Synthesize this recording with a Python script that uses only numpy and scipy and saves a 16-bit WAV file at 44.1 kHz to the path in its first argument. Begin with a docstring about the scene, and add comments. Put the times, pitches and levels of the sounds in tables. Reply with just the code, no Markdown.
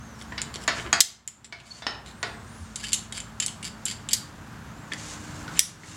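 """A small workshop, where hands work a rope into two steel carabiners hung from a sling.
Struck steel rings in modes (knocks, clinks, sleeve ticks); stick-slip friction makes scrapes, squeaks and rope rasp.
Outside, traffic is shaped noise with gliding drones; a thin whine is a tone whose pitch and level arch.
The room adds reflections and a tail, and the loudest snaps make the recorder's limiter duck."""
import sys
import numpy as np
from scipy import signal
from scipy.fft import rfft, irfft
from scipy.io import wavfile
from scipy.ndimage import uniform_filter1d, minimum_filter1d

SR = 44100
rng = np.random.default_rng(int(sys.argv[2]) if len(sys.argv) > 2 else 0)


def unload_wav(signal):
    """Save mono or channel-first audio to the path in sys.argv[1] as 16-bit WAV at rate SR, clipped to [-1, 1]."""
    wavfile.write(
        sys.argv[1],
        SR,
        np.round(np.clip(np.atleast_2d(signal).T, -1, 1) * 32767).astype(np.int16),
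    )


N = 262836
TIME = np.arange(N) / SR
EDGE_HZ = 16300  # upper band limit

# radiation colour of the loose screw sleeve, with narrow high resonances: f/Hz, level/dB
SLEEVE_COLOUR = [(200, -40), (1100, -19.5), (2200, -3), (2700, -3.5), (3300, 1), (4500, -2.5), (5600, -4),
                 (6700, -3), (7450, 4.5), (8600, -7), (9500, -3.5), (10200, -11.5), (10750, -7.5),
                 (11500, -16.5), (16000, -27.5)]
# turns of the sleeve, a tick as the thumb grips, then a scrape:
# t/s, length/s, tick level/dB, tick tilt/(dB/octave), scrape level/dB before the trim of all scrapes
TURNS = [(2.7583, 0.15, -31.5, 2, -40), (3.124, 0.05, -34.5, -2, -38.5), (3.4005, 0.044, -24, -1, -40),
         (3.628, 0.044, -38.5, -4, -34.5), (3.8541, 0.076, -25, 9.5, -34.5), (4.0885, .04, -31, -0.5, -35)]


def amp(db):
    """Level law: decibels to amplitude ratio."""
    return 10 ** (np.asarray(db) / 20)


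def unit(x):
    """Energy normalisation: scales to rms 1."""
    return x / np.sqrt(np.mean(x ** 2) + 1e-20)


def read(points, hz):
    """Interpolates a spectrum on a logarithmic frequency axis."""
    f, value = np.transpose(points)
    return np.interp(np.log(hz + 1), np.log(f + 1), value)


def curve(rows):
    """Piecewise-linear envelope in time."""
    return np.interp(TIME, *np.transpose(rows))


def add(mix, s, sound):
    """Superposition: adds a sound into the mix at time s."""
    part = mix[max(round(s * SR), 0):][:len(sound)]
    part += sound[:len(part)]


def wander(rate_hz, size=N):
    """Random modulation: noise under a Gaussian low-pass, rms 1 over the full length."""
    hz = np.fft.rfftfreq(N, 1 / SR)
    spectrum = rfft(rng.standard_normal(N)) * np.exp(-(hz / rate_hz) ** 2)
    return unit(irfft(spectrum, N))[:size]


def colour(x, points, tilt=0, size=4096):
    """Minimum-phase filter: a causal response with the given spectrum, tilted in dB per octave about 4 kHz."""
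    hz = abs(np.fft.fftfreq(size, 1 / SR))
    tilt_db = tilt * np.log2(np.clip(hz, 300, 13000) / 4000)
    log_gain = np.log(amp(read(points, hz) + tilt_db))
    # the Hilbert transform of the log gain gives the phase
    taps = np.fft.ifft(np.exp(np.conj(signal.hilbert(log_gain)))).real
    return signal.fftconvolve(x, taps[:size // 2])[:len(x)]


def resonate(x, hz, width_hz):
    """Resonance: two cascaded peaks act as a band of close modes around hz; rms 1."""
    b, a = signal.iirpeak(hz, hz / width_hz, fs=SR)
    once = signal.lfilter(b, a, x)
    return unit(signal.lfilter(b, a, once))


def steel(t):
    """Free vibration: a sum of damped modes of the steel bodies, weighted a little differently at each blow."""
    # modes of the steel bodies: f/Hz, level/dB (before the chance weighting), t60/s
    steel_modes = [(671, -10.5, 0.17), (1190, -7.5, 0.069), (1470, -7.5, 0.2), (1713, 7, 0.062),
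                   (2210, 0, 0.052), (2984, -2.5, 0.18), (3400, -10.5, 0.051), (4140, -11, .1),
                   (4570, -14.5, 0.14), (4960, 0.5, .12), (6600, -14, 0.084), (6820, 9.5, 0.041),
                   (6660, -17.5, 0.067), (7300, -6, 0.21), (7740, 2.5, 0.086), (9260, -17, 0.081),
                   (10100, 4, 0.13)]
    ring = np.zeros(len(t))
    for hz, db, t60 in steel_modes:
        decay = amp(db + 2 * rng.standard_normal() - 60 * t / t60)
        ring += decay * np.sin(2 * np.pi * (hz * t + rng.random()))
    return ring


def blow(row, body, contact, modes_db, width_hz, soft_hz=10800, db_per_octave=26):
    """Impact excitation: a hard contact and dying chatter drive the body; the struck spot favours one band."""
    s, db, tilt, chatter, hz, favoured_db = row
    t = np.arange(SR // 3) / SR
    envelope = np.exp(-t / max(chatter, 1e-4)) + contact * np.exp(-t / 0.00073)
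    force = rng.standard_normal(len(t)) * envelope
    sound = unit(colour(unit(force) + amp(modes_db) * unit(steel(t)), body, tilt))
    sound = sound + amp(favoured_db) * resonate(force, hz, width_hz)
    # a harder blow makes a shorter contact, which reaches higher
    top_hz = min(soft_hz * 2 ** (max(db + 29.5, 0) / db_per_octave), .45 * SR)
    sound = signal.lfilter(*signal.butter(4, top_hz, fs=SR), sound)
    return amp(db) * sound / sound[:SR // 100].std()  # level of the first 10 ms


def blows(rows, body, contact, modes_db, width_hz):
    """Superposition of all impacts of one kind."""
    out = np.zeros(N)
    for row in rows:
        add(out, row[0], blow(row, body, contact, modes_db, width_hz))
    return out


def slips(size, per_s, spread_db):
    """Stick-slip friction: a random train of tiny slips of uneven strength and either sign."""
    strength = amp(spread_db * np.minimum(rng.exponential(1, size), 4))
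    return strength * rng.choice([-1, 1], size) * (rng.random(size) < per_s / SR)


def swells(rows, waver):
    """Frequency modulation: short unsteady tones under a raised-cosine envelope."""
    out = np.zeros(N)
    for s, length, hz, db in rows:
        size = int(max(length, .005) * SR)
        turns = np.cumsum(hz * (1 + waver * wander(460, size))) / SR
        add(out, s, amp(db) * unit(np.sin(2 * np.pi * turns) * np.hanning(size)))
    return out


def traffic():
    """Broadband and tonal sources: a low wash of shaped noise, with wavering, gliding engine drones."""
    # mean level of the wash: t/s, level/dB
    wash_level = [(0, -45), (.8, -41.5), (1.3, -44), (2.2, -44), (2.7, -46.5), (5.1, -43), (5.96, -36)]
    # colour of the wash: f/Hz, level/dB
    wash_colour = [(25, -33.5), (38, -16), (54, -1), (95, 2), (170, 0.5), (240, -2), (310, -9),
                   (520, -13.5), (950, -9.5), (1600, -10.5), (2200, -19.5), (4000, -25.5), (7200, -32),
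                   (10500, -35.5), (16000, -40.5)]
    # evenly gliding drones: first f/Hz, last f/Hz, first level/dB, last level/dB (means, as both waver)
    drones = [(68.3, 40, -48, -61.5), (118.5, 104, -48, -53), (221.7, 218, -50, -51.5),
              (269.5, 308, -93.5, -43.5), (123.6, 170, -73, -45.5)]
    gain = amp(read(wash_colour, np.fft.rfftfreq(N, 1 / SR)))
    wash = irfft(rfft(rng.standard_normal(N)) * gain, N)
    out = amp(curve(wash_level) + .5 * wander(13)) * unit(wash)
    for hz0, hz1, db0, db1 in drones:
        turns = np.cumsum(np.linspace(hz0, hz1, N) + 0.72 * wander(3.5)) / SR
        level_db = np.linspace(db0, db1, N) + 2 * wander(2.5)
        out += amp(level_db) * np.sin(2 * np.pi * turns)
    return out


def whine(fuzz_hz=170):
    """Frequency modulation: a faint tone, fuzzed by random modulation, whose pitch and level arch together."""
    # arches of the whine: top t/s, rise/s, fall/s, top f/Hz, peak level/dB
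    arches = [(.05, .16, 0.24, 6440, -56), (.34, .12, .06, 7600, -57), (2.229, 0.13, .26, 9400, -57),
              (2.58, 0.18, 0.14, 10070, -56.5), (4.81, 0.18, 0.16, 7500, -60.5)]
    sag, top_width = .17, 0.42  # share of pitch lost at the feet; width of the top as a share of rise or fall
    out = np.zeros(N)
    for s, rise, fall, top_hz, db in arches:
        from_top = np.clip((TIME - s) / np.where(TIME < s, rise, fall), -1, 1)
        hz = top_hz * (1 - sag * (1 - np.exp(-(from_top / top_width) ** 2)))
        turns = np.cumsum(hz + fuzz_hz * wander(895)) / SR
        out += amp(db) * (1 - from_top ** 2) * np.sin(2 * np.pi * turns)
    return out


def rope(uneven_db=1.0):
    """Friction noise: dense slips of the woven sheath on steel, in pulls that build, hold and die away."""
    # colour of the rasp: f/Hz, level/dB
    rasp_colour = [(400, -2.5), (1500, 4), (3000, 2.5), (5000, 3.5), (7200, 7.5), (9000, -2), (12000, -16),
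                   (16000, -36.5)]
    # pulls through the hitch: t/s, length/s, level/dB (joined by power to the light rubbing)
    pulls = [(.77, 0.036, -44), (1.697, 0.087, -44.5), (2.464, .33, -59.5), (5.001, .13, -43.5),
             (5.23, 0.19, -49.5), (5.589, 0.11, -40), (5.867, .11, -37.5)]
    attack_s, release_s = 0.051, 0.049
    rasp = colour(slips(N, per_s=7600, spread_db=4), rasp_colour)
    level = amp(-61)  # between pulls the hands keep the rope rubbing lightly
    for s, length, db in pulls:
        before = np.maximum(s - TIME, 0) / attack_s
        after = np.maximum(TIME - s - length, 0) / release_s
        level = np.hypot(level, amp(db) * np.exp(-(before + after)))
    return level * amp(uneven_db * wander(40)) * unit(rasp)


def scrapes(favoured_db=-6, width_hz=900):
    """Stick-slip excitation: steel drags over steel in tiny slips; a duller scrape favours lower modes."""
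    # carabiners scrape on each other: t/s, length/s, level/dB before the trim below, tilt/(dB/octave)
    drags = [(0.183, 0.047, -48, 0), (0.536, 0.037, -39.5, -2), (0.601, 0.047, -44.5, -0.5),
             (0.766, 0.044, -36.5, -11.5), (0.835, 0.052, -38.5, -14.5), (1.594, 0.026, -41, -6.5),
             (1.655, .026, -43, -1.5), (2.049, 0.081, -45, -3), (5.55, 0.033, -40.5, -7.5)]
    grip_s, turn_tilt = .013, -1.5  # delay of the scrape after the grip, its tilt in dB per octave
    neutral_hz, db_per_octave = 5530, 6  # favoured pitch at no tilt; so much less tilt lowers it an octave
    out = np.zeros(N)
    turning = [(s + grip_s, length, db, turn_tilt) for s, length, _, _, db in TURNS]
    for s, length, db, tilt in drags + turning:
        hz = min(neutral_hz * 2 ** (tilt / db_per_octave), EDGE_HZ)
        size = int(max(length, .005) * SR)
        force = slips(size, per_s=1000, spread_db=5) * signal.windows.tukey(size, .4)
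        force = np.pad(force, (0, 256))  # room for the ringing to die
        grains = unit(colour(force, SLEEVE_COLOUR, tilt))
        grains = grains + amp(favoured_db) * resonate(force, hz, width_hz)
        add(out, s, amp(db) * unit(grains))
    return amp(-3.0) * out  # trim of all scrapes


def clinks():
    """Impact of metal: bright clinks and snaps, the bright onsets of some knocks, and a few duller thumps."""
    # blows: t/s, level/dB, tilt/(dB/octave), chatter decay/s, favoured f/Hz, its level/dB
    clink_rows = [(.2135, -43.5, -7, .002, 3420, -15), (.4172, -28, -0.5, 0.00069, 7020, -4),
                  (.558, -35.5, -6, 0.00066, 5600, -7), (.678, -25.5, -4.5, 0.0013, 6700, 2),
                  (.9286, -18.5, -3.5, 0.00043, 6770, 16), (1.0048, -4, 2.5, 0.0053, 5150, -4.5),
                  (1.009, 1.5, 2.5, 0.0013, 6170, -11), (1.0118, -10, 0, .001, 3620, -1.5),
                  (1.2766, -16.5, 0.5, 0.001, 6980, 1.5), (1.4442, -30.5, -3, .012, 7270, -1),
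                  (2.2292, -31, -6.5, .0023, 6700, -5), (4.132, -19, 3.5, 0.0068, 7200, -13),
                  (4.1338, -20.5, 11.5, 0.0016, 4690, 0.5), (4.918, -32, -10, 0.0025, 1770, 14),
                  (4.9228, -35, -7.5, 0.0016, 3360, 5), (4.9352, -33.5, -5.5, 0.001, 4570, -8),
                  (5.5928, -3.5, 2.5, 0.002, 5790, -7.5), (5.833, -35.5, -10, 0.0056, 1980, 4)]
    # colour before the tilt: f/Hz, level/dB
    clink_colour = [(100, -44.5), (400, -12), (1000, -27.5), (2100, -0.5), (2700, -5), (3400, 0.5),
                    (5000, 0.5), (6300, 2), (7400, 3.5), (9000, -4), (10700, -9.5), (11800, -13),
                    (16000, -23.5)]
    return blows(clink_rows, clink_colour, contact=0.23, modes_db=-20.5, width_hz=660)


def knocks():
    """Impact under load: dull knocks of the loaded carabiners."""
    # knocks: t/s, level/dB, tilt/(dB/octave), chatter decay/s, favoured f/Hz, its level/dB
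    knock_rows = [(.3218, -36, -5, 0.0064, 1610, -11), (.379, -30, 0.5, 0.0092, 4770, -22),
                  (.678, -19.5, -1, .014, 1160, -18), (.9288, -17, 0, 0.0045, 3270, -14),
                  (.9355, -23.5, -1, .007, 4550, -3.5), (1.5245, -24.5, 0.5, 0.0077, 2174, -3.5),
                  (1.8215, -30.5, -1, 0.011, 3450, -7), (1.8668, -17.5, -0.5, 0.0043, 5160, -6),
                  (2.2292, -25.5, -2, 0.011, 1105, -19), (5.479, -38, 0, 0.0056, 1380, 3)]
    # colour before the tilt: f/Hz, level/dB
    knock_colour = [(150, -13.5), (370, 0.5), (520, -9.5), (680, 5.5), (1200, 3), (1750, 8), (2800, 1),
                    (3500, 2.5), (4900, 1), (6000, -4), (7000, -17), (8600, -16.5), (10300, -26),
                    (14000, -42.5)]
    return blows(knock_rows, knock_colour, contact=0.22, modes_db=-16.0, width_hz=210)


def singing():
    """Free decay: single lightly damped modes sing on after some of the blows."""
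    # singing modes: t/s, f/Hz, initial level/dB, t60/s
    sung_modes = [(.678, 9200, -55, 0.23), (.9286, 9290, -47, 0.25), (4.133, 4470, -37, 0.22),
                  (5.593, 9800, -18, .26)]
    out = np.zeros(N)
    t = np.arange(SR // 2) / SR
    for s, hz, db, t60 in sung_modes:
        add(out, s, amp(db - 60 * t / t60) * np.sin(2 * np.pi * hz * t))
    return out


def squeaks():
    """Periodic stick-slip: brief squeaks as wavering tones."""
    # squeaks: t/s, length/s, mean f/Hz, level/dB
    squeak_rows = [(1.702, 0.027, 4405, -33), (1.722, 0.078, 4560, -48), (2.828, 0.022, 1680, -44),
                   (4.114, .014, 7460, -41), (5.56, 0.031, 7180, -42)]
    return swells(squeak_rows, waver=0.012)


def bumps():
    """Low-frequency motion: soft bumps of the hands on the taut rope as wavering tones."""
    # bumps: t/s, length/s, mean f/Hz, level/dB
    bump_rows = [(2.41, 0.047, 87, -45), (2.58, 0.093, 83.4, -41.5)]
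    return swells(bump_rows, waver=.05)


def sleeve_ticks():
    """Impact at a shifting spot: the sleeve ticks as each turn starts and as it rattles on its thread."""
    # rattles: t/s, level/dB, tilt/(dB/octave), chatter decay/s
    rattles = [(2.8393, -35, -4.5, 0.0067), (2.92, -34.5, -1, 0.0074), (2.9312, -20, 2, 0.0029),
               (2.941, -24.5, 3, .005), (3.1783, -34.5, -3.5, 0.0033), (3.2027, -36, 0, 0.0024),
               (3.4232, -29.5, -2, 0.0097), (3.4627, -25.5, 4.5, .0013), (3.4811, -34.5, -1, 0.0019),
               (3.863, -33.5, -5, 0.0047)]
    grip_chatter_s = 0.0035
    favoured_hz, scatter, favoured_db = 7300, 0.085, -9  # scatter is relative, from tick to tick
    grips = [(s, db, tilt, grip_chatter_s) for s, _, db, tilt, _ in TURNS]
    rows = []
    for tick in grips + rattles:
        hz = favoured_hz * (1 + scatter * rng.uniform(-1.3, 1))
        rows.append((*tick, hz, favoured_db))
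    return blows(rows, SLEEVE_COLOUR, contact=0.18, modes_db=-29, width_hz=1700)


def sleeve_ring(x, ring_db=-12.5):
    """Modal response by convolution: every tick and slip sets the sleeve and gate ringing."""
    # modes of sleeve and gate: f/Hz, relative level/dB, t60/s
    sleeve_modes = [(3065, -6, 0.15), (3370, -5.5, 0.095), (3870, -11, 0.082), (4658, -10, 0.22),
                    (7100, -10, 0.065), (7450, -2, 0.063), (8050, -8, 0.069), (9350, -3.5, 0.081),
                    (10620, 2.5, 0.076)]
    t = np.arange(SR // 6) / SR
    ring = sum(amp(db - 60 * t / t60) * np.sin(2 * np.pi * hz * t) for hz, db, t60 in sleeve_modes)
    return x + amp(ring_db) * signal.fftconvolve(x, ring / np.linalg.norm(ring))[:N]


def room(x, early_db, tail_db):
    """Reverberation: quick reflections off board and timber close by, then a tail whose treble dies first."""
    # reverberation time: f/Hz, t60/s
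    room_decay = [(300, 0.74), (1300, 0.46), (3500, 0.36), (7000, 0.3), (10000, 0.26), (15000, 0.23)]
    t = np.arange(SR // 2) / SR
    sparse = rng.standard_normal(len(t)) * (rng.random(len(t)) < .06)
    early = sparse * (t > .002) * np.exp(-t / 0.0064)
    hz, at, z = signal.stft(rng.standard_normal(len(t)), SR, nperseg=256)
    decay = amp(-60 * at / read(room_decay, hz)[:, None])
    tail = signal.istft(z * decay, SR, nperseg=256)[1][:len(t)]
    tail *= np.clip((t - .004) / 0.0053, 0, 1)  # the tail builds up after 4 ms
    echoes = amp(early_db) * early / np.linalg.norm(early)
    echoes = echoes + amp(tail_db) * tail / np.linalg.norm(tail)
    return signal.fftconvolve(x, echoes)[:N]


def scene():
    """Direct and reverberant fields: knocks shake the timber and fill the room; the rest of the metal is drier."""
    knocking = knocks()
    # three random draws of the clinks: the first is heard direct, all feed the room for a smoother tail
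    draws = [clinks() for _ in range(3)]
    rubbing = sleeve_ring(sleeve_ticks() + scrapes()) + rope() + squeaks()
    echoes = room(knocking, early_db=-7.5, tail_db=-4.0)
    echoes += room(rubbing, early_db=-6.5, tail_db=-8.5)
    echoes += sum(room(draw, early_db=-10.5, tail_db=-14.5) for draw in draws)
    direct = knocking + draws[0] + rubbing + singing()
    return (direct + echoes + bumps() + traffic() + whine())[None]


def record(dry, threshold_db=-9, recovery_db_per_s=15, hold_s=0.15):
    """Dynamic limiting: fast gain reduction, hold and slow recovery; the last peaks clip; then the band limit."""
    power = abs(uniform_filter1d(dry[0] ** 2, size=66))  # 1.5 ms mean
    over_db = np.maximum(10 * np.log10(power + 1e-12) - threshold_db, 0)
    half = int(hold_s * SR / 2)
    # the greatest excess within the past hold time
    held = -minimum_filter1d(-over_db, 2 * half + 1, origin=half, mode="constant")
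    fall = recovery_db_per_s * TIME
    released = np.maximum.accumulate(held + fall) - fall
    duck_db = signal.lfilter([1 / 30], [1, -29 / 30], released)  # attack within a millisecond
    clipped = np.clip(dry * amp(-duck_db), -1, 1)
    low_pass = signal.firwin(255, EDGE_HZ, window=("kaiser", 8), fs=SR)
    return signal.oaconvolve(clipped, low_pass[None], "same")


dry = scene()
out = record(dry)
unload_wav(out)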